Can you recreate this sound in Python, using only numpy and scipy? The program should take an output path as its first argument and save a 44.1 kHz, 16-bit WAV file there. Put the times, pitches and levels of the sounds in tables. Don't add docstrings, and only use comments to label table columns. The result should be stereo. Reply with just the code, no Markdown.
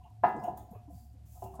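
import sys
import numpy as np
from scipy import signal
from scipy.fft import rfft, irfft
from scipy.io import wavfile
from scipy.ndimage import uniform_filter1d

SR = 44100
rng = np.random.default_rng(int(sys.argv[2]) if len(sys.argv) > 2 else 0)


def digitize_waveform(pressure):
    field = np.atleast_2d(pressure).T
    bounded = np.clip(field, -1, 1)
    quanta = np.round(bounded * 32767).astype(np.int16)
    wavfile.write(sys.argv[1], SR, quanta)


def decibels_to_gain(level_db):
    exponent = np.asarray(level_db, float) / 20
    return 10 ** exponent


N = 70560
T = np.arange(N) / SR
HALF_SECOND = T[:SR // 2]

# f/Hz, level/dB, t60/s
STEEL_MODES = [(225, -30, .3), (382, -15, .25), (614, -18, .45), (743, -4, .47), (840, -10, .3), (923, -6, .24),
               (958, -8, .4), (1007, -6, .3), (1249, -11, .24), (1669, -21, .6), (1750, -22, .32),
               (1798, -13, .27), (2024, -25, .55), (2230, -26, .17),
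               (352, -25, .3), (510, -25, .25), (675, -7, .22), (788, -11, .3), (888, -14, .2), (1047, -17, .3),
        (1346, -17, .3), (1600, -17, .15)]
# f/Hz, level/dB, t60/s
HOLLOW = [(711, 6.5, 0.08), (1006, -3, .07), (838, 0, 0.065), (1612, -13, 0.07), (1364, -14, .05)]
# f/Hz, level/dB, t60/s
PAIR = [(716.5, 0, 2.1), (743.5, 0, 2.1)]
STEEL = STEEL_MODES
BUILD_S, THUD_BUILD_S = 0.0015, 0.0031
METAL_PAN_DB = 3.5
TURN = 1 + 0.51 * rng.standard_normal(40)


def unit(x):
    return x / np.sqrt(np.mean(x ** 2))


def noise(points):
    hz = np.maximum(np.fft.rfftfreq(N, 1 / SR), 1)
    point_hz, point_db = np.array(points).T
    colour = decibels_to_gain(np.interp(np.log(hz), np.log(point_hz), point_db))
    return unit(irfft(rfft(rng.standard_normal((2, N))) * colour, N))


def walk(rate):
    k = int(SR / rate)
    return unit(uniform_filter1d(uniform_filter1d(rng.standard_normal(N), k), k))


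def butter(x, order, hz, kind="low"):
    b, a = signal.butter(order, hz, kind, fs=SR)
    return signal.lfilter(b, a, x)


def widen(mid_side, order, hz):
    mid, side = mid_side
    side = butter(side, order, hz, "high")
    return np.array([mid + side, mid - side])


def decay(t, t60):
    return np.exp(-np.log(1000) * t / t60)


def ring(modes, t, turn, build=1e-4, scatter=0):
    hz, db, t60 = np.array(modes).T[:, :, None]
    turn, scatter = np.reshape(turn, (-1, 1)), np.reshape(scatter, (-1, 1))
    sign = (-1.) ** np.arange(len(hz))[:, None]
    fade = sign * decibels_to_gain(db + scatter) * decay(t, t60) * (1 - np.exp(-t / build)) ** 2
    ports = [fade * np.sin(2 * np.pi * hz * t + s * turn * hz / 1000) for s in (.5, -.5)]
    return np.array(ports).sum(1)


def add(out, s, x):
    i = int(s * SR)
    out[:, i:i + x.shape[1]] += x[:, :N - i]


def pan(db):
    return decibels_to_gain(np.array([[db], [-db]]) / 2)


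def garage():
    # f/Hz, width/Hz, level/dB
    tones = [(68.4, 3.7, -55.5), (107.42, 7.1, -57)]
    # f/Hz, density/dB per Hz
    floor_colour = [(12, -46.5), (20, -16.5), (96, 1), (485, -34), (738, -25), (849, -35), (1090, -40),
                    (13900, -47.5), (16000, -73)]
    hum = 0
    for hz, width, db in tones:
        b, a = signal.iirpeak(hz, hz / width, SR)
        tone = signal.lfilter(b, a, rng.standard_normal(2 * N))
        tone = signal.lfilter(b, a, tone)[N:]
        hum = hum + decibels_to_gain(db) * unit(tone)
    air = widen(noise(floor_colour), 1, 508)
    return (hum + decibels_to_gain(-58 + 0.99 * walk(17.0)) * air) * pan(0.95)


def beating_disc():
    # t/s, level/dB
    pair_blows = [
        (-.008, -62.5),
        (.2355, -48),
        (1.421, -53),
    ]
    out = np.zeros((2, N))
    for s, db in pair_blows:
        out += decibels_to_gain(db) * ring(PAIR, np.maximum(T - s, 0), TURN[:2], BUILD_S)
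    return out * pan(METAL_PAN_DB)


def hollow_note():
    return ring(HOLLOW, HALF_SECOND, TURN[-len(HOLLOW):], BUILD_S)


def chassis():
    # f/Hz, density/dB per Hz
    chassis_colour = [(71, -54.5), (120, -13.5), (369, -8.5), (545, -14), (716, -16), (1460, -11.5),
                      (1650, -18.5), (7000, -48), (9100, -101), (15400, -120)]
    t = HALF_SECOND
    tail = widen(noise(chassis_colour)[:, :len(t)], 1, 700)
    low = butter(tail, 2, 760)
    tail = low * decay(t, 0.55) + (tail - low) * decay(t, 0.32)
    return decibels_to_gain(-14) * tail * (1 - np.exp(-t / BUILD_S))


def sliding_pad(car):
    # t/s, level/dB
    pressure = [(0, -71), (.06, -59), (.12, -89.5), (.22, -85.5), (.3, -69.5), (.45, -35.5), (.55, -74.5),
                (.69, -62), (.76, -79), (.85, -93), (.9, -68.5), (1.0, -70), (1.2, -91), (1.31, -87),
                (1.35, -61.5), (1.5, -59), (1.6, -44)]
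    at, db = np.array(pressure).T
    grit = butter(rng.standard_normal(N), 2, [480, 1100], "band")
    grit = grit * decibels_to_gain(np.interp(T, at, db) + 1.5 * walk(62))
    pair = ring(PAIR, HALF_SECOND, TURN[:2], BUILD_S)
    steel = ring(STEEL, HALF_SECOND, TURN[:len(STEEL)], BUILD_S)
    body = 0.62 * hollow_note() + .04 * pair + decibels_to_gain(-25) * (11.0 * car + steel)
    return decibels_to_gain(-25.5) * signal.fftconvolve(body, grit[None], axes=1)[:, :N] * pan(METAL_PAN_DB)


def touches():
    # t/s, level/dB, f/Hz, t60/s
    edge_touches = [(.012, -52, 1013, 0.065), (.05, -45, 872, 0.067), (.06, -50, 1079, 0.049),
                    (.075, -55, 980, 0.091), (.102, -52.5, 970, .06), (.395, -34.5, 766, 0.076),
                    (.44, -57, 674, 0.04), (.533, -30, 717, 0.037), (.607, -40, 679, 0.062),
                    (.69, -65, 864, 0.09), (.735, -51.5, 1005, 0.048), (.749, -49, 1096, 0.052),
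                    (.752, -42.5, 600, 0.05), (.772, -57, 1175, 0.067), (.79, -55, 610, 0.082),
                    (.8, -58, 1100, 0.037), (.898, -47, 685, 0.13), (.9, -58, 512, 0.12),
                    (.956, -55, 710, 0.041), (.975, -44, 725, 0.043), (1.343, -59.5, 746, 0.087),
                    (1.374, -39, 720, 0.042), (1.392, -47, 772, 0.046), (1.456, -45, 896, 0.15),
                    (1.493, -38, 818, 0.05), (1.503, -47, 720, 0.14), (1.531, -46, 766, 0.07),
                    (1.539, -45, 1110, 0.049), (1.555, -42, 755, .06), (1.365, -64, 1265, 0.091),
                    (.722, -48, 729, 0.18), (.395, -53, 2375, 0.035), (.237, -32, 2737, 0.091),
                    (1.552, -57, 1004, 0.23), (1.56, -66, 1297, 0.13), (1.573, -65, 730, 0.033)]
    out = np.zeros((2, N))
    for s, db, hz, t60 in edge_touches:
        add(out, s, ring([(hz, db, t60)], HALF_SECOND, TURN[:1], THUD_BUILD_S))
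    return out * pan(METAL_PAN_DB)


def scrapes():
    clip_modes = [(6760, 10, 0.0033), (9030, 0, 0.015), (12500, 2, 0.01), (15300, 9, 0.0045)]
    # t/s, length/s, level/dB, squeak f/Hz, squeak level/dB
    slides = [
        (0.027, 0.063, -83.5, 2820, 12),
        (0.23, 0.13, -71, 4970, -16),
        (0.391, 0.035, -73.5, 4960, 1),
        (0.417, 0.062, -72.5, 5530, 0),
        (.432, 0.076, -65, 2810, 2.5),
        (0.564, 0.095, -65, 3535, -9.5),
        (0.702, 0.07, -77.5, 11800, 9.5),
        (0.737, 0.086, -84, 2520, 10),
        (0.926, 0.18, -95, 4730, 20.5),
        (1.409, 0.16, -76.5, 2770, 3.5),
    ]
    out = np.zeros((2, N))
    clicks = rng.standard_normal((2, N)) * decibels_to_gain(2.7 * rng.exponential(1, N))

    def rung(modes):
        return unit(signal.fftconvolve(clicks, ring(modes, T[:3000], 1), axes=1)[:, :N])

    fizz = rung(clip_modes) + 0.75 * unit(np.diff(clicks, prepend=0))
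    for s, length, db, hz, squeak_db in slides:
        u = np.maximum(T - s, 0) / length
        swell = np.minimum(u / 0.12, 1) * np.exp(-1.2 * u ** 2)
        squeak = decibels_to_gain(squeak_db) * rung([(hz, 0, .011)])
        out += decibels_to_gain(db) * swell * (fizz + squeak)
    return out * pan(3.2)


def ticks():
    # t/s, peak level/dB, centre f/Hz, t60/s, left-right/dB
    contacts = [(0.1015, -66.5, 12900, 0.03, 9), (0.2874, -57.5, 13500, 0.037, 14),
                (0.364, -66.5, 7500, 0.27, 11), (0.436, -55.5, 8800, 0.04, -8),
                (0.5741, -46, 16300, 0.095, 8), (0.7135, -59, 12300, 0.031, 11),
                (0.9046, -62.5, 11300, 0.095, -4), (1.13, -72, 7300, 0.097, 10.5),
                (1.44, -49, 14800, 0.059, 13), (1.541, -58.5, 10700, 0.078, -5),
                (1.553, -55, 8600, 0.13, 7), (1.5974, -65.5, 8600, 0.04, -21)]
    out, t = np.zeros((2, N)), T[:SR // 8]
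    for s, db, hz, t60, lr_db in contacts:
        grain = rng.standard_normal((3, len(t)))
        b, a = signal.iirpeak(min(hz, 16000), 2.2, SR)
        burst = unit(signal.lfilter(b, a, grain[0] + .5 * grain[1:]))
        snap = decibels_to_gain(-5.5) * np.exp(-t / 0.00084)
        shape = (decay(t, t60) + snap) * np.minimum(t / 0.00036, 1)
        add(out, s, decibels_to_gain(db - 8.0) * pan(lr_db) * burst * shape)
    return out


def thuds():
    # t/s, level/dB, f/Hz, t60/s
    low_notes = [(0.23, -47, 238, 0.11), (0.23, -36, 240, 0.13), (0.239, -36, 459, .1),
                 (0.348, -31, 225, 0.088), (0.37, -37, 322, 0.09), (0.36, -35, 470, 0.1),
                 (0.41, -30, 226, 0.029), (.364, -29, 640, 0.021), (0.38, -36, 142, 0.13),
                 (0.429, -35, 211, 0.093), (0.48, -34.5, 350, 0.12), (0.52, -35, 138, 0.075),
                 (0.73, -36.5, 462, 0.032), (0.708, -44, 230, 0.085), (0.75, -36, 102, 0.16),
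                 (0.76, -36, 420, 0.029), (0.71, -33.5, 187, 0.057), (0.878, -42, 288, 0.14),
                 (0.92, -47, 182, 0.21), (0.94, -57, 250, 0.28), (.8, -56, 230, 0.28),
                 (1.02, -54, 227, 0.25), (0.95, -44, 107, 0.18), (0.61, -61.5, 400, .15),
                 (1.53, -48.5, 154, 0.14), (1.138, -51.5, 277, 0.096), (1.146, -65, 510, 0.16),
                 (1.428, -52.5, 226.7, 0.56), (1.437, -42.5, 114, 0.23), (1.587, -40, 234, 0.2),
                 (1.425, -46, 382, .8)]
    out = np.zeros((2, N))
    for s, db, hz, t60 in low_notes:
        modes = [(hz, db, t60), (1.09 * hz, db - 21.5, t60)]
        add(out, s, ring(modes, HALF_SECOND, 1.5, THUD_BUILD_S))
    return out * pan(2.5)


def knocks(car):
    # t/s, level/dB, contact/ms, share of long ring/dB
    blows = [(.232, -37, 0.052, 6.5), (.2355, -7.5, 0.22, -4), (.243, -25, 0.079, -18.5),
             (.251, -30.5, 0.045, 2), (.345, -34.5, 1.18, 12), (.474, -29, 0.6, -47),
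             (.478, -9.5, 1.95, -8.5), (.497, -23.5, 1.25, -25), (.575, -37.5, 0.087, -11),
             (.72, -46, 0.63, -11), (.748, -47, 0.65, -2.5), (.879, -46, 1.35, -7.5),
             (1.421, -18.5, 1.8, -8.5), (1.44, -23, 2, -57), (1.456, -17, 2.52, -11),
             (1.535, -63, 0.76, 16), (1.556, -45, 0.76, -36), (1.593, -26, 1.4, 7.5)]
    out, hollow = np.zeros((2, N)), hollow_note()
    for s, db, ms, long_db in blows:
        u = T[:400] / (ms * .0001)
        push = u ** 3 * np.exp(-u)
        scatter = -0.5 * rng.standard_normal(len(STEEL))
        steel = ring(STEEL, HALF_SECOND, TURN[:len(STEEL)], BUILD_S, scatter)
        body = hollow + decibels_to_gain(long_db) * (car + steel)
        add(out, s, decibels_to_gain(db - 9) * signal.fftconvolve(body, push[None] / push.sum()))
    return out * pan(METAL_PAN_DB)


def sleeve():
    # t/s, rise/s, hold/s, fall/s, level/dB
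    strokes = [
        (0.894, 0.033, 0.12, 0.1, -72.5),
        (1.256, 0.1, 0.099, 0.1, -65.5),
    ]
    # f/Hz, density/dB per Hz
    cloth_colour = [(1470, -40), (2500, -17), (3890, -19), (5560, -9.5), (7300, -3), (8600, -8),
                    (12600, -3), (16000, -4)]
    shape = 0
    for s, rise, hold, fall, db in strokes:
        corners = np.cumsum([s - .01, .01, rise, hold, fall, .03])
        swell_db = np.interp(T, corners, [-69.0, -15, -5, -6.5, -20.5, -46.0])
        shape = shape + decibels_to_gain(swell_db + db)
    return 2.76 * shape * decibels_to_gain(1.3 * walk(40)) * noise(cloth_colour) * pan(13)


def room(x):
    t, t60 = T[:SR], 0.81
    echoes = widen(rng.standard_normal((2, SR)), 2, 250)
    dull = butter(echoes, 2, 1429)
    tail = dull * decay(t, t60) + (echoes - dull) * decay(t, 0.65 * t60)
    tail = tail * (t > .012)
    return decibels_to_gain(-13) * signal.fftconvolve(x, tail * np.sqrt(10 / SR), axes=1)[:, :N]


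def scene():
    car = chassis()
    metal = beating_disc() + sliding_pad(car) + touches() + knocks(car)
    low, small = thuds(), scrapes() + ticks()
    wet = room(metal + .4 * low + 0.59 * small)
    return garage() + metal + low + small + sleeve() + wet


def band_limit(x):
    return signal.sosfilt(signal.butter(12, 16500, fs=SR, output="sos"), x)


def record(dry):
    top_cut = signal.ellip(8, .2, 50, 15950, fs=SR, output="sos")
    mix = signal.sosfilt(top_cut, dry)
    return band_limit(mix)


dry = scene()
out = record(dry)
digitize_waveform(out)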